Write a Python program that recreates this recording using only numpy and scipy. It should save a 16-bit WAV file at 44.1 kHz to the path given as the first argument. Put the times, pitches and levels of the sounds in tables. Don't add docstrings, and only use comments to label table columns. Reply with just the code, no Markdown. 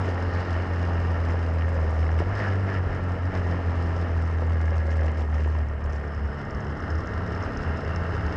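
import sys
import numpy as np
from scipy import signal
from scipy.fft import rfft, irfft, next_fast_len
from scipy.io import wavfile
from scipy.ndimage import uniform_filter1d, map_coordinates

SR = 44100
rng = np.random.default_rng(int(sys.argv[2]) if len(sys.argv) > 2 else 0)


def undo_db(level):
    steps = np.asarray(level, float) / 20
    return 10 ** steps


def output_pcm(signal):
    pcm = np.clip(np.atleast_2d(signal).T, -1, 1) * 32767
    wavfile.write(sys.argv[1], SR, np.round(pcm).astype(np.int16))


N = 369072

# (time [s], firing rate [Hz], crank hum [dB])
REVS = [(0, 46.95, -25.5), (.14, 43.93, -27), (.45, 44.16, -24.5), (1.33, 42.08, -24.5), (1.72, 41.33, -24),
        (1.84, 39.54, -23.5), (2.19, 40.47, -22.5), (2.33, 50.38, -26.5), (2.52, 47.42, -25.5),
        (2.7, 48.65, -24.5), (2.82, 44.65, -25.5), (3.3, 45.33, -24.5), (3.68, 42.55, -28.5),
        (4.05, 42.8, -23.5), (4.61, 40.5, -22.5), (5.5, 37.89, -22.5), (6.25, 35.7, -31.5),
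        (8.37, 34.54, -42)]
# (time [s], throttle stage [0 pulling, 1 easing off, 2 coasting])
THROTTLE = [
    (5.6, 0),
    (6.05, 1),
    (6.72, 1),
    (7, 2),
]
# (time [s], firing rate change [Hz], half length [s])
LURCHES = [(.43, 1, 0.031), (.55, -1, 0.043), (.66, 1, .025), (1.28, -0.57, 0.055), (1.4, 0.77, 0.0405),
           (1.58, -1, 0.051), (1.72, 0.82, 0.039), (2.41, 2.5, 0.034), (2.74, 0.83, .025),
           (3.17, -1.26, .06), (3.31, 1.71, 0.034), (3.45, -0.82, 0.049), (3.58, 0.58, .025),
           (3.72, 0.54, 0.031), (3.9, -0.57, 0.055), (4.22, -1.25, 0.046), (4.4, -.5, .05),
           (5.28, -0.67, .04), (5.52, 0.48, .04), (5.8, -0.65, 0.031)]
# (time [s], change [dB], half length [s])
HUM_FALTERS = [(.07, -1, 0.0081), (.32, -6.5, 0.017), (.45, -9, 0.026), (.66, -8.5, .02),
               (.93, -1.5, 0.013), (1.63, 2, 0.059), (1.77, -0.5, .03), (2.02, 1.5, 0.02),
               (2.25, -11.5, 0.014), (2.4, -5, 0.012), (2.45, -3.5, .012), (2.73, -4, .01), (2.9, -6, 0.02),
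               (3, -11, 0.013), (3.17, -7, 0.015), (3.33, -9, 0.017), (3.58, -1, .03), (3.69, 5, 0.022),
               (3.78, 1.5, .025), (4.07, -5, 0.029), (4.33, -2, 0.018), (4.44, -1.5, 0.027),
               (4.83, -2, .02), (5.14, -3.5, .025), (5.28, -3.5, 0.036), (5.66, -1.5, .02),
               (5.8, -3.5, 0.041), (5.86, 7, .015), (5.955, 5.5, 0.028), (6.04, 2, .02), (6.09, 2, .015)]
# (multiple of firing rate, pulling [dB], easing off [dB], coasting [dB])
EXHAUST_NOTE = [(1, -50, -54, -52), (3, -46, -44, -39), (4, -41, -40, -43), (5, -49, -45, -41),
                (6, -44, -44, -47), (7, -49, -53, -48), (8, -50, -53, -51), (9, -58, -57, -50),
                (10, -54, -60, -60), (11, -57, -58, -59), (12, -54, -57, -51), (13, -58, -58, -58),
                (14, -56, -58, -56)]
# (time [s], change [dB], half length [s])
CHOKES = [(.15, -6, 0.11), (1.95, -5.5, .04), (2.36, -16, .04), (2.9, -5.5, 0.046), (3.23, -14, .035),
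          (3.35, 3, .04), (3.46, -7, .025), (3.55, 4, .035), (3.84, 3.5, 0.026), (4.01, 3.5, .035),
          (3.63, -13, 0.023), (3.76, -13, 0.022), (3.94, -5.5, 0.026), (4.09, -8, .022), (5.1, -3, 0.18),
          (5.78, -9, 0.077)]
# (time [s], level [dB])
SHAKE = [(0, 1), (.4, 0.5), (1.15, 0.5), (1.5, -1), (2.1, -1), (2.6, -1), (3.1, -2), (3.9, 0), (4.4, -2.5),
         (4.95, -2.5), (5.4, -3), (5.75, -6.5), (5.95, -4), (6.3, -3.5), (6.9, -1.5), (7.5, -1), (8.37, .5)]
# (time [s], change [dB], half length [s])
PATCHES = [(.08, 2.5, 0.025), (.2, -0.5, 0.027), (.42, 1, 0.1), (1.23, -2, 0.014), (1.3, 2, 0.016),
           (2.13, -2, .02), (2.205, 6, 0.014), (2.43, 6.5, 0.069), (2.58, -0.5, 0.034), (2.69, 4.5, .012),
           (2.75, 5, 0.029), (2.81, -4.5, 0.012), (2.95, 2.5, 0.057), (3.36, 4.5, .03), (3.44, 0, .015),
           (3.52, 2.5, 0.037), (3.83, 1, 0.026), (4.05, 1.5, .04), (4.12, -1, .015), (5.06, 1.5, 0.024),
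           (5.2, 0.5, .02), (5.28, -4.5, 0.028), (6.4, 4, 0.016), (6.59, 0.5, 0.039), (7.47, 2, .03)]
# (time [s], rumble lift [dB], half length [s])
HEAVES = [(.28, 0, .04), (1.2, 5, .12), (1.85, 9.5, .08), (2.13, 9, .04), (2.31, 11, .04), (2.68, 6, .03),
          (2.92, 10.5, .1), (3.39, 12, .05), (3.7, 6, .04), (3.82, 8, .05), (4.18, 7, .04), (4.48, 4, .03),
          (4.85, 2.5, .06), (5.5, 3, .04), (5.7, 8, .06), (5.88, 11.5, 0.041), (6.65, 6.5, .15),
          (7.1, 6, .1), (7.55, 9, .1), (7.95, 8, .1), (8.2, 9, .07)]
# (time [s], swing [Hz], peak [dB], half length [s])
BUMPS = [(6.19, 73.1, -27.5, 0.024), (6.254, 72.87, -24.5, 0.024), (6.398, 71.84, -28.5, 0.045),
         (6.489, 73.2, -37, 0.018), (6.567, 72.3, -27.5, 0.021), (6.637, 72.1, -31.5, 0.04),
         (6.731, 79.07, -28, 0.017), (6.92, 79.97, -25.5, 0.056), (6.991, 78, -25, 0.031),
         (7.083, 78.1, -32, 0.019), (7.2, 84.6, -26, 0.058), (7.387, 89.5, -23.5, 0.026),
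         (7.456, 89, -32.5, 0.026), (7.598, 84.3, -31, 0.043), (7.711, 80.1, -21, 0.031),
         (7.904, 79.1, -23, 0.015), (7.982, 83.5, -16.5, 0.011), (8.084, 84.9, -24, 0.033),
         (8.185, 80, -26.5, .025), (8.266, 79, -22.5, 0.026), (8.37, 78, -23.5, .02)]
# (time [s], slap lift [dB], half length [s])
SMACKS = [(.05, 10, 0.0087), (.1, 17, .01), (.4, 14, .01), (1.3, 11, .012), (1.375, 5, 0.0072),
          (1.68, 3, .01), (1.8, 8, 0.0077), (1.93, 5.5, 0.025), (2.19, 9, 0.013), (3.97, 7, 0.0094),
          (4.65, 2, 0.031), (4.91, 4, .012), (4.78, 5, .012), (4.96, 0, .012), (5.06, 5, .01),
          (5.15, 4, .008), (5.21, 9, 0.013), (5.39, 4, 0.049), (5.85, 4, .012), (5.93, 9, 0.017)]
# (time [s], peak [dB])
TICKS = [(0.0498, -46), (0.1044, -46), (0.336, -38), (0.3984, -40), (0.4519, -45), (0.8647, -45),
         (1.1058, -44), (1.3044, -41), (1.4849, -43), (1.8127, -44), (1.895, -44), (2.116, -42),
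         (2.197, -39), (2.4851, -38), (2.7286, -46), (3.3507, -43), (3.469, -42), (3.5138, -43),
         (3.8614, -47), (3.9673, -41), (4.6557, -44), (4.7066, -44), (4.9075, -41), (5.01, -41),
         (5.0598, -43), (5.188, -46), (5.211, -44), (5.3447, -39), (5.423, -46), (5.8397, -48),
         (5.8969, -46), (5.962, -46), (6.1468, -46), (6.2532, -50), (6.5065, -40), (6.5479, -43),
         (6.6038, -43.5), (6.6463, -48), (6.6811, -51), (6.7022, -46), (6.8028, -42), (6.9021, -39),
         (6.9535, -43), (6.985, -46), (7.004, -41), (7.0583, -46), (7.0716, -38), (7.2748, -46),
         (7.3266, -46), (7.425, -42), (7.4364, -42), (7.572, -36), (7.6285, -41), (7.7712, -42),
         (7.847, -44), (7.9603, -36.5), (8.0041, -51), (8.1483, -46), (8.263, -40), (8.3229, -48)]
# (time [s], peak [dB], ring [Hz])
THUDS = [(.085, -20, 465), (.187, -21, 580), (.247, -25, 447), (.29, -22, 538), (.829, -23, 460),
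         (.887, -23, 614), (1.074, -24, 420), (1.246, -27, 549), (1.341, -18, 420), (1.464, -28, 404),
         (1.776, -28, 406), (1.849, -23, 471), (1.991, -27, 484), (2.204, -13.5, 384), (2.22, -15, 620),
         (2.469, -23, 380), (2.65, -25, 511), (2.786, -27, 506), (3.165, -22, 495), (3.32, -24, 445),
         (4.301, -24, 555), (4.371, -24, 445), (4.422, -19.5, 470), (4.721, -18.5, 557), (4.884, -23, 563),
         (5.022, -21, 557), (5.06, -20, 520), (5.087, -21, 420), (5.189, -25, 393), (5.215, -23, 410),
         (5.24, -25, 500), (5.396, -22.5, 484), (5.46, -20.5, 398), (5.475, -24.5, 900),
         (5.582, -22.5, 600), (5.851, -27, 592), (5.893, -23.5, 595), (5.933, -23, 401), (7.629, -24, 374),
         (7.833, -24, 468), (7.985, -26, 700), (8.307, -21, 409)]
# (time [s], peak [dB], ring [Hz])
BRACKET_HITS = [(6.443, -33, 1550), (6.5058, -30, 1358), (6.5338, -32, 1349), (6.8022, -25, 1316),
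                (6.8368, -32, 1490), (6.9274, -29, 1379), (6.9894, -30, 1390), (7.0451, -27, 1332),
                (7.2642, -31, 1380), (7.344, -31, 1280), (7.4382, -30, 1200), (7.54, -31, 1300),
                (7.6438, -29, 1280), (7.6722, -28, 1320), (7.712, -28, 1351), (7.7445, -27, 1290),
                (7.8563, -31, 1390), (8.2849, -34, 1360)]
# (frequency [Hz], width [Hz], level [dB])
PART_MODES = [
    (5280, 223, 4),
    (6500, 900, -9),
    (7180, 500, -10),
]
# (frequency [Hz], width [Hz], lift [dB])
PANELS = [(417, 110, 3), (644, 25, 4.5), (1198, 31, 5), (1333, 34, 4.5), (1660, 83, 5), (1835, 50, 8),
          (2120, 78, 2.5), (2830, 200, 4), (5230, 200, 1.5)]
# (time [s], half length [s], frequency [Hz], half width [Hz], change [dB])
WAKES = [(0.33, 0.22, 133, 8.8, -7), (2.93, .16, 136, 9.9, 8), (2.45, .15, 130, 9, -5),
         (5.65, 0.17, 111, 7, 7), (.6, 0.46, 174, 9, -2), (2.07, 0.11, 245, 22, -6.5),
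         (7.4, .8, 5220, 250, 2), (7.6, 0.11, 255, 20, 4), (6.5, 0.17, 145, 12, 3), (1.8, .2, 545, 35, 6),
         (4.99, 0.18, 553, 23, 7), (.9, 0.24, 1195, 30, 2), (2.7, 0.39, 1370, 30, 4),
         (7.4, 0.45, 1310, 40, 2), (5.5, .25, 1478, 61, -3.5), (3.8, .4, 1480, 76, -3),
         (0.43, .3, 1690, 30, 0.5), (4.75, 0.24, 1685, 30, 7.5), (0.77, 0.34, 1840, 30, 2),
         (2.5, .35, 1840, 30, -2), (7.2, 0.97, 1840, 30, 1.5), (4.8, 0.28, 2120, 45, 7.5),
         (1.6, .12, 2500, 43, 2), (7.5, .7, 2110, 40, 2), (1.2, 0.96, 2240, 54, 2),
         (6.8, .35, 2420, 160, -8), (8.3, .6, 2390, 50, -6), (.8, .5, 2790, 40, 5.5),
         (0.64, 0.38, 2950, 40, 5.5), (2.45, .12, 4700, 66, 3), (7.8, 0.43, 2740, 50, 8),
         (7.8, .3, 2950, 50, 3), (.37, .12, 4300, 500, 5), (2.62, 0.15, 193, 14, 1),
         (5.2, 0.67, 1845, 25, 2.5), (.3, 0.16, 820, 79, 2), (7.8, .15, 195, 22.4, 3),
         (6.35, 0.24, 215, 10, 3), (6.25, .12, 5200, 250, 6), (6.7, 0.19, 320, 70, 3)]
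# (frequency [Hz], density [dB per Hz])
RUMBLE = [(10, -40.5), (20, -16.5), (31, -12), (41, -3), (54, -10), (90, -3), (130, -21.5), (300, -120)]
# (frequency [Hz], density [dB per Hz])
ROAR = [(30, -58), (70, 4), (120, -3), (180, -3), (330, -7), (460, -4.5), (800, -6.5), (1460, -11.5),
        (1600, -24), (2080, -47.5), (3500, -120)]
# (frequency [Hz], density [dB per Hz])
COAST = [(150, -120), (300, -13.5), (430, 1.5), (800, -20.5), (1100, -7.5), (1370, 0.5), (1600, -1.5),
         (1830, -13.5), (2100, -30), (3000, -120)]
# (frequency [Hz], density [dB per Hz])
BUZZ = [(900, -26), (1500, 1.5), (1850, 1.5), (2000, -0.5), (2350, -7.5), (2750, -10.5), (3100, -11),
        (3500, -26), (4200, -26), (6000, -61), (9000, -120)]
# (frequency [Hz], density [dB per Hz])
RATTLE = [(2000, -36.5), (3400, -4), (4500, -5), (4900, -1.5), (5230, 1), (5700, -8), (6300, -9),
          (7300, -16.5), (8700, -21.5), (10000, -28), (10800, -48), (12000, -120)]
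# (frequency [Hz], density [dB per Hz])
SLAP = [(500, -29.5), (2500, 6.5), (4000, -4), (5400, 2), (7500, -7), (10000, -20), (11000, -35.5),
        (12000, -120)]
# (frequency [Hz], density [dB per Hz])
HISS = [(5000, -40.5), (7000, -2), (8000, 0), (9000, -4.5), (10000, -12.5), (10800, -29.5), (12000, -120)]


def unit(x):
    return x / np.sqrt(np.mean(x ** 2) + 1e-20)


def noise():
    return rng.standard_normal(N)


def curves(rows):
    s, *cols = np.transpose(rows)
    return [np.interp(np.arange(N) / SR, s, c) for c in cols]


def swells(rows):
    s, height, half = np.transpose(rows)[:, :, None]
    t = np.arange(0, N + 64, 64) / SR
    bells = height * np.exp(-.5 * ((t - s) / half) ** 2)
    return np.interp(np.arange(N) / SR, t, np.sum(bells, axis=0))


def wobble(rate):
    coarse = np.arange(0, N + 64, 64)
    knots = rng.standard_normal(int(N * rate / SR) + 4)
    return np.interp(np.arange(N), coarse, map_coordinates(knots, [coarse * rate / SR]))


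def filtered(x, response):
    m = next_fast_len(N + 8192)
    return irfft(rfft(x, m) * response(np.fft.rfftfreq(m, 1 / SR)), m)[:N]


def resonance(f, centre_hz, width_hz):
    return 1j * f * width_hz / (centre_hz ** 2 - f * f + 1j * f * width_hz)


def coloured(x, spectrum):
    f, v = np.transpose(spectrum)

    def response(hz):
        panel_db = sum(db / (1 + (2 * (hz - c) / w) ** 2) for c, w, db in PANELS)
        return undo_db(np.interp(np.log(hz + 1), np.log(f), v) + panel_db)

    return unit(filtered(x, response))


def beaten(turns, sharp, scatter_db, share):
    luck = np.clip(rng.standard_normal(int(turns[-1]) + 2), -2, 2)
    size = undo_db(scatter_db * luck)[turns.astype(int)]
    phase = turns % 1
    burst = unit(size * np.exp(-sharp * phase) * (1 - np.exp(-5 * sharp * phase)) * noise())
    share = np.clip(share, 0, 1)
    return np.sqrt(share) * burst + np.sqrt(1 - share) * noise()


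def shaken(shake_feel, patch_feel):
    return shake_feel * curves(SHAKE)[0] + patch_feel * swells(PATCHES)


def hum_level():
    return curves(REVS)[1] + swells(HUM_FALTERS)


def microphone_hiss():
    return undo_db(-80.5) * coloured(noise(), HISS)


def mount():
    s, hz, db, half = np.transpose(BUMPS)
    swing_hz, = curves(np.transpose([s, hz]))
    size = swells(np.transpose([s, undo_db(db), half]))
    swing = np.sqrt(2) * np.sin(2 * np.pi * np.cumsum(swing_hz) / SR + 0.38 * wobble(22))
    shake = unit(filtered(noise(), lambda f: resonance(f, 84, 30) ** 2))
    rumble = undo_db(-43 + swells(HEAVES)) * coloured(noise(), RUMBLE)
    return undo_db(-4.0) * size * swing + undo_db(-11.5) * uniform_filter1d(size, size=12000) * shake + rumble


def loose_part():
    scrapes, t = np.zeros(N + SR), np.arange(SR // 20) / SR
    click_share = .45
    held_db = -5.5
    at, luck = rng.random((round(3 * N / SR), 2)).T
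    faint = zip(at * N / SR, -51 + 2 * (2 * luck - 1))
    for s, db in [*TICKS, *faint]:
        level = undo_db(db + held_db * (s < THROTTLE[0][0]))
        scrape = undo_db(-60 * t / 0.019) * (1 - np.exp(-t / 0.00049)) * rng.standard_normal(len(t))
        scrape = scrape / np.linalg.norm(scrape)
        scrapes[round(s * SR):][:len(t)] += level * scrape * np.sqrt(1 - click_share)
        scrapes[round(s * SR) + 20] += level * np.sqrt(click_share)

    def response(f):
        modes = sum((-1) ** k * undo_db(db) * resonance(f, c, w) for k, (c, w, db) in enumerate(PART_MODES))
        too_small_for_lows = (1j * f / 4300) ** 2 / (1 + 1j * f / 4300) ** 2
        return modes * too_small_for_lows / (1 + (f / 7600) ** 8)

    return undo_db(33.5) * filtered(scrapes[:N], response)


def jolts():
    out, t = np.zeros(N + SR), np.arange(SR // 20) / SR
    for s, db, hz in THUDS + BRACKET_HITS:
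        onset = 1 - np.exp(-(t / 0.0005) ** 2)
        out[round(s * SR):][:len(t)] += undo_db(db - 60 * t / 0.017) * np.sin(2 * np.pi * hz * t) * onset
    return out[:N]


def rattle(firings):
    hiss = coloured(beaten(2 * firings, sharp=1.9, scatter_db=4.0, share=0.49), RATTLE)
    slaps = coloured(beaten(4 * firings + .2, sharp=11.0, scatter_db=4.0, share=1), SLAP)
    hum_shake_db = 1.8 * (uniform_filter1d(hum_level(), size=2000) + 24.5)
    slap_db = -64.5 + hum_shake_db + swells(SMACKS) + wobble(16)
    hiss_db = -59 + shaken(1.76, 1.08) + 0.39 * curves(THROTTLE)[0] + 0.5 * wobble(22)
    return undo_db(hiss_db) * hiss + undo_db(slap_db) * slaps


def frame(firings):
    coasting = 0.075 * curves(THROTTLE)[0]
    ground = wobble(20)
    firm = np.clip(1 + 0.31 * (hum_level() + 23), 0.55, 1.6)
    roar = coloured(beaten(2 * firings, sharp=3.16, scatter_db=2, share=0.5 * firm), ROAR)
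    ringing = coloured(beaten(firings, sharp=3.2, scatter_db=3, share=0.36), COAST)
    buzz = coloured(beaten(2 * firings - .05, sharp=2.9, scatter_db=3.0, share=0.56 * firm), BUZZ)
    panel_knocks = beaten(2 * firings, sharp=1.5, scatter_db=2.5, share=0.9)
    sing = unit(filtered(panel_knocks, lambda f: resonance(f, 1726, 220) ** 2))
    sing_db = -52 + 1.4 * (curves(REVS)[0] - 48) + 2.2 * swells(PATCHES)
    body = np.sqrt(1 - coasting) * roar + np.sqrt(coasting) * ringing
    roar_db = -34.5 + shaken(0.98, 0.54) + 0.38 * ground
    buzz_db = -42.97 + shaken(0.92, 1.1) + 0.35 * ground
    return undo_db(roar_db) * body + undo_db(buzz_db) * buzz + undo_db(sing_db) * sing


def engine(firings):
    stage, = curves(THROTTLE)
    hum = undo_db(hum_level() - 5.4 * np.minimum(stage, 1) + (0.68 + 1.4 * stage) * wobble(19))
    hum = hum * np.sin(2 * np.pi * (2 * firings + .3) + 0.2 * wobble(10))
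    revved_db = 3.5 * np.exp(-.5 * ((curves(REVS)[0] - 47.7) / 2.85) ** 2)
    revved_db = uniform_filter1d(revved_db, size=7000) + swells(CHOKES)
    note = np.zeros(N)
    for k, *levels_db in EXHAUST_NOTE:
        level_db = np.interp(stage, np.arange(len(levels_db)), levels_db) + (k % 4 == 0) * revved_db
        level_db = level_db + 0.6 + (1.6 + 0.7 * stage) * wobble(9)
        phase = 2 * np.pi * k * firings + rng.uniform(0, 5.9) + 0.059 * k * wobble(7)
        note += undo_db(level_db) * np.sin(phase)
    return np.sqrt(2) * (hum + undo_db(-0.7 + shaken(0.63, 0.16)) * note)


def woken(x):
    hz, t, z = signal.stft(x, SR, nperseg=4096)
    s, half, centre_hz, width_hz, db = np.transpose(WAKES)[:, :, None]
    band = np.exp(-.5 * ((hz - centre_hz) / width_hz) ** 2)
    gain_db = band.T @ (db * np.exp(-.5 * ((t - s) / half) ** 2))
    return signal.istft(undo_db(gain_db) * z, SR, nperseg=4096)[1][:N]


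def scene():
    firings = np.cumsum(curves(REVS)[0] + swells(LURCHES)) / SR
    kart = woken(engine(firings) + frame(firings) + rattle(firings))
    return (kart + mount() + loose_part() + jolts() + microphone_hiss())[None]


def thinned_treble(x):
    hz, _, z = signal.stft(x, SR, nperseg=2048)
    local = uniform_filter1d(uniform_filter1d(abs(z), size=41, axis=-2), size=3, axis=-1)
    gain_db = np.where(abs(z) < 1.25 * local, -11, 1.5) * (hz > 7500)[:, None]
    return signal.istft(undo_db(gain_db) * z, SR, nperseg=2048)[1][..., :N]


def roll_off(x):
    return signal.sosfilt(signal.butter(12, 11400, fs=SR, output="sos"), x)


def record(dry):
    mix = thinned_treble(dry)
    return roll_off(mix)


dry = scene()
out = record(dry)
output_pcm(out)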